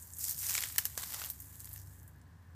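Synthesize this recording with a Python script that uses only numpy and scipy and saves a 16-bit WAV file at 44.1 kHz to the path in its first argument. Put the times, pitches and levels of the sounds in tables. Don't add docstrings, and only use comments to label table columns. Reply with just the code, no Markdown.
import sys
import numpy as np
from scipy import signal
from scipy.fft import rfft, irfft, next_fast_len
from scipy.io import wavfile
from scipy.ndimage import uniform_filter1d, map_coordinates

SR = 44100
rng = np.random.default_rng(int(sys.argv[2]) if len(sys.argv) > 2 else 0)


def digitize_waveform(pressure):
    field = np.atleast_2d(pressure).T
    bounded = np.clip(field, -1, 1)
    quanta = np.round(bounded * 32767).astype(np.int16)
    wavfile.write(sys.argv[1], SR, quanta)


N = 112454

# low edge f/Hz, high edge f/Hz
BANDS = [(300, 1200), (1200, 4300), (4300, 6300), (6300, 10000), (10000, 16500)]
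RISE_S = 0.00035


def amp(db):
    return 10 ** (np.asarray(db) / 20)


def unit(x):
    return x / np.sqrt(np.mean(x ** 2, -1, keepdims=True) + 1e-20)


def along(points, hz):
    f, v = np.transpose(points)
    return np.interp(np.log(hz + 1), np.log(f + 1), v)


def curves(rows):
    s, *cols = np.transpose(rows)
    t = np.arange(N) / SR
    return [np.interp(t, s, c) for c in cols]


def wobble(knots_per_s):
    knots = rng.standard_normal(int(N * knots_per_s / SR) + 4)
    return map_coordinates(knots, [np.arange(N) * knots_per_s / SR])


def filtered(x, response):
    m = next_fast_len(N + 8192)
    return irfft(rfft(x, m) * response(np.fft.rfftfreq(m, 1 / SR)), m)[..., :N]


def leafy():
    # f/Hz, level/dB
    leaves = [(240, -50.5), (400, -36), (800, -18.5), (1300, -16), (1900, -10.5), (2500, -14.5),
              (4000, -11), (5100, -3), (7250, 2.5), (8600, 2.5), (9900, -2), (12300, 4.5), (14900, 2),
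              (16000, -11.5)]
    noise = filtered(rng.standard_normal((len(BANDS), N)), lambda hz: amp(along(leaves, hz)))
    rows = []
    for edges_hz, row in zip(BANDS, noise):
        sos = signal.butter(3, edges_hz, "band", fs=SR, output="sos")
        rows.append(signal.sosfilt(sos, row))
    return unit(np.array(rows))


def bursts(times_s, gains, t60_s):
    at = (times_s * SR).astype(int)
    kicks = np.array([np.bincount(at, g ** 2, N)[:N] for g in gains.T])
    t = np.arange(SR // 5) / SR
    power = (amp(-60 * t / t60_s) * (1 - np.exp(-t / RISE_S))) ** 2
    return np.sqrt(np.abs(signal.fftconvolve(kicks, power[None], axes=1)[:, :N]))


def rustle():
    # t/s, level/dB, middle band re level/dB, two low bands re level/dB
    sweeps = [(0, -52.5, -22, -24), (.08, -56.5, -8, -26), (.17, -51.5, -22, -28),
              (.21, -41.5, -7.5, -24.5), (.26, -38.5, -6.5, -24), (.31, -37, -6, -22.5),
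              (.345, -47, -5, -20.5), (.37, -47, -9, -24), (.39, -39, -9, -26.5), (.44, -40, -7, -18.5),
              (.5, -36.5, -10.5, -16), (.57, -39, -5, -12.5), (.65, -43, -19, -13), (.75, -50, -11, -15.5),
              (.81, -48, -8, -14.5), (.9, -51, -21, -14.5), (.96, -52.5, -11, -19.5),
              (.99, -45, -14, -11.5), (1.08, -46, -5.5, -17.5), (1.2, -44, -9, -13.5),
              (1.28, -48, -23, -15), (1.33, -57.5, -12, -17.5), (1.42, -56, -16, -23), (1.6, -56, -27, -21),
              (1.74, -56.5, -25, -17), (1.78, -56.5, -3.5, -18), (1.84, -63, -8, -24),
              (1.93, -61.5, -14.5, -21), (2.08, -69.5, -23, -26), (2.2, -82.5, -8, -12)]
    # t/s, level/dB
    woody = [(.9, -2), (1.0, 3.5), (1.25, 5.5), (1.4, 3.5)]
    band_trim_db = np.array([-8.5, 3.5, -7, -8, -5])[:, None]
    grains_per_s, grain_t60_s, grain_db = 700, .003, 1
    spread_db, colour_sd_db = 3.5, 3
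    flutter_sd_db = 1.3

    draw = rng.random((int(grains_per_s * N / SR), 2))
    size_db = -spread_db * np.log(draw[:, 1:] + 1 / 100)
    colour_db = colour_sd_db * rng.standard_normal((len(draw), len(BANDS)))
    grains = unit(bursts(draw[:, 0] * N / SR, amp(size_db + colour_db), grain_t60_s))
    flutter_db = flutter_sd_db * np.array([wobble(30) for _ in BANDS])
    hiss = leafy() * amp(flutter_db)
    crackle = amp(grain_db) * grains * leafy()

    level_db, middle_db, low_db = curves(sweeps)
    flat_db = np.zeros(N)
    share_db = np.array([low_db + curves(woody)[0], low_db, middle_db, flat_db, flat_db])
    return (amp(level_db + share_db + band_trim_db) * (hiss + crackle)).sum(0)


def snaps():
    # t/s, t60/ms, knock f/Hz, knock level/dB,
    # overtone f/Hz, overtone level/dB, crack middle level/dB, crack high level/dB, crack top level/dB
    twigs = [(.4308, 13, 1610, -55, 2640, -57, -44, -43, -45.5),
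             (0.4933, 22, 2550, -48, 1700, -49, -46.5, -33, -35.5),
             (.4969, 5, 2540, -41, 3600, -54, -37, -36, -41),
             (.5283, 4, 2200, -58, 3350, -47, -48, -44, -47),
             (.5406, 3, 2200, -56, 3380, -47, -46, -27.5, -36),
             (0.5519, 7, 2250, -34, 3480, -42, -49, -30, -40),
             (0.5792, 8, 2230, -30, 3420, -60, -41, -33, -40.5),
             (0.5883, 5, 1040, -47, 1800, -48, -46, -40, -50),
             (0.619, 8, 2000, -52, 2830, -44, -49, -45, -43),
             (0.6246, 5, 2310, -41, 3600, -58, -38, -45, -50),
             (0.637, 6, 2050, -36, 3050, -33, -41, -34, -47),
             (.76, 12, 1840, -46, 3020, -56, -53, -46, -40.5),
             (0.782, 10, 1984, -34, 1210, -65, -30, -29.5, -21.5),
             (0.7863, 9.7, 1786, -32.5, 3026, -31.5, -38.5, -35, -33),
             (0.8537, 10, 1680, -42, 2930, -42, -36, -33, -27),
             (.9765, 9, 1130, -37.5, 1610, -38.5, -38.5, -34.5, -35),
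             (1.0307, 20, 1640, -47, 2900, -63, -52, -46, -44),
             (1.0346, 7, 1070, -46, 4200, -45, -59, -52, -52),
             (1.137, 16, 1500, -54, 2690, -57, -53, -49, -51),
             (1.1432, 8, 1300, -46, 3670, -46, -43, -39.5, -45),
             (1.163, 6, 1200, -52.5, 2700, -60, -46, -48, -55),
             (1.19, 6, 1310, -55, 3500, -58, -58, -55, -54.5),
             (1.197, 6, 1180, -52, 4000, -47.5, -59, -59, -44.5),
             (1.2175, 8, 905, -45.5, 1420, -40.5, -53, -50, -42.5),
             (1.2391, 5, 960, -52.5, 2920, -46.5, -43, -43.5, -42.5),
             (1.2467, 4, 1900, -57, 3450, -43, -60, -49, -39),
             (1.3009, 2.5, 1490, -51, 3780, -48.5, -45.5, -40.5, -28.5),
             (1.7604, 12.4, 1880, -57.5, 2700, -60.5, -62, -55, -47)]
    # t/s, t60/ms, middle level/dB, high level/dB, top level/dB
    ticks = [(0.0249, 3.7, -79, -45, -56), (0.1355, 8.1, -82, -43, -63), (0.2525, 20, -58, -44, -48),
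             (0.2942, 27, -47.5, -37, -35.5), (0.324, 13, -49, -44, -42), (0.3897, 12, -55, -40.5, -44),
             (0.4667, 4.9, -43, -33, -42), (0.6866, 4.3, -51, -39, -49), (.7239, 4, -54, -45, -42),
             (.8388, 7, -68, -52, -62), (1.2598, 8, -58, -49, -40.5), (1.27, 5, -53, -53, -48),
             (1.2906, 11, -58, -53, -44), (1.4026, 2.55, -75, -47, -39), (1.4203, 21, -67, -73, -47.5),
             (1.5953, 3.6, -62, -62, -58), (1.6036, 4.4, -54, -43.5, -46), (1.619, 3, -71, -54, -52.5),
             (1.645, 4, -54.5, -51, -43.5), (1.6553, 6.6, -64, -47.5, -45), (1.6918, 3, -82, -56, -44),
             (1.7308, 3, -67, -55, -40), (1.738, 7.5, -67, -50, -44), (1.7727, 3.7, -73, -55, -50.5),
             (1.7903, 2.7, -55, -57, -56), (1.8163, 7.2, -63, -58, -54), (1.8723, 8, -64, -63, -58.5),
             (2.0312, 4.3, -85, -66, -55.5), (2.078, 3, -93, -61, -51), (2.215, 5.3, -72, -65.5, -73.5)]
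    tick_low_db = [-20, -8]
    knock_noise_db = [-5, -3.5]
    crack_db, knock_db = 9, 10
    thud_db_per_oct = 7.5
    undertone_ratio, undertone_db = 0.55, -5.5
    rattle_t60_s, rattle_db = 0.087, -17

    s, t60_ms, hz, low_db, over_hz, over_db, *treble_db = np.transpose(twigs)
    thud_db = low_db + knock_noise_db[0] - thud_db_per_oct * np.log2(hz / 1000)
    twig_db = [thud_db, np.maximum(low_db, over_db) + knock_noise_db[1], *treble_db]
    tick_s, tick_ms, *tick_db = np.transpose(ticks)
    tick_db = [tick_db[0] + tick_low_db[0], tick_db[0] + tick_low_db[1], *tick_db]
    times_s = np.r_[s, tick_s]
    t60_s = np.r_[t60_ms, tick_ms][:, None] / 1000
    gains = amp(np.c_[twig_db, tick_db].T + crack_db)

    t = np.arange(SR // 40) / SR
    at = (times_s * SR).astype(int)[:, None] + np.arange(len(t))
    decay = amp(-60 * t / t60_s) * (1 - np.exp(-t / RISE_S))
    fall = decay * np.sqrt(.01 / t60_s)
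    power = [np.bincount(at.ravel(), (g[:, None] * fall).ravel() ** 2, N)[:N] for g in gains.T]
    noise = leafy()
    even = noise / np.sqrt(np.abs(uniform_filter1d(noise ** 2, size=40, axis=1)) + 1 / 20)
    cracks = np.sqrt(power) * even
    rattle = amp(rattle_db) * bursts(times_s, gains, rattle_t60_s) * leafy()

    modes = [(hz, low_db), (over_hz, over_db), (undertone_ratio * hz, thud_db + undertone_db)]
    rings = 0
    for f, db in modes:
        rings = rings + amp(db[:, None] + knock_db) * np.sin(2 * np.pi * f[:, None] * t)
    rings = rings * fall[:len(s)]
    knocks = np.bincount(at[:len(s)].ravel(), rings.ravel(), N)[:N]
    return (cracks + rattle).sum(0) + knocks


def traffic():
    # f/Hz, level/dB
    air = [(25, -40.5), (45, -20), (60, -16.5), (100, -10), (150, -10), (185, -18), (200, -21.5),
           (290, -21), (340, -29), (640, -33.5), (1000, -29), (1330, -36), (1700, -27.5), (2280, -43),
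           (5280, -47.5), (16000, -55)]
    # t/s, cycle f/Hz, then one mean rms level/dB per order
    engine = [(0, 13.7, -69, -57.5, -62.5), (.6, 14.4, -58.5, -68, -62), (1.2, 13.8, -64, -59, -63.5),
              (1.7, 13.8, -60, -84, -54.5), (2.1, 13.1, -59.5, -67, -57.5), (2.55, 14.4, -76, -55.5, -67.5)]
    orders = [5, 6, 7]
    bed_db, waver_sd_db, pitch_waver_hz = -60.5, 2, 0.11

    hz, *levels_db = curves(engine)
    turn = 2 * np.pi * np.cumsum(hz + pitch_waver_hz * wobble(4.87)) / SR
    hum = np.zeros(N)
    for k, db in zip(orders, levels_db):
        gain = np.sqrt(2) * amp(db + waver_sd_db * wobble(8.48))
        hum += gain * np.sin(k * turn + 2 * np.pi * rng.random())
    bed = unit(filtered(rng.standard_normal(N), lambda f: amp(along(air, f))))
    return hum + amp(bed_db) * bed


def scene():
    x = rustle() + snaps() + traffic()
    return np.array([x, x])


def record(dry):
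    # centre f/Hz, width f/Hz, level/dB, phase/rad
    apart = [(1838, 284, -8, 0.52), (9700, 590, -9.5, 2.1), (900, 250, -39, 0.26)]
    hiss_db = -90
    roll_hz, roll_db, top_hz = 15450, -29, 16750

    def difference(f):
        return sum(amp(db) * np.exp(1j * rad - ((f - hz) / w) ** 2) for hz, w, db, rad in apart)

    side = filtered(dry[0], difference)
    side = side + amp(hiss_db) * rng.standard_normal(N)
    pair = dry + np.array([side, -side])
    return filtered(pair, lambda hz: np.where(hz < roll_hz, 1, amp(roll_db)) * (hz < top_hz))


dry = scene()
out = record(dry)
digitize_waveform(out)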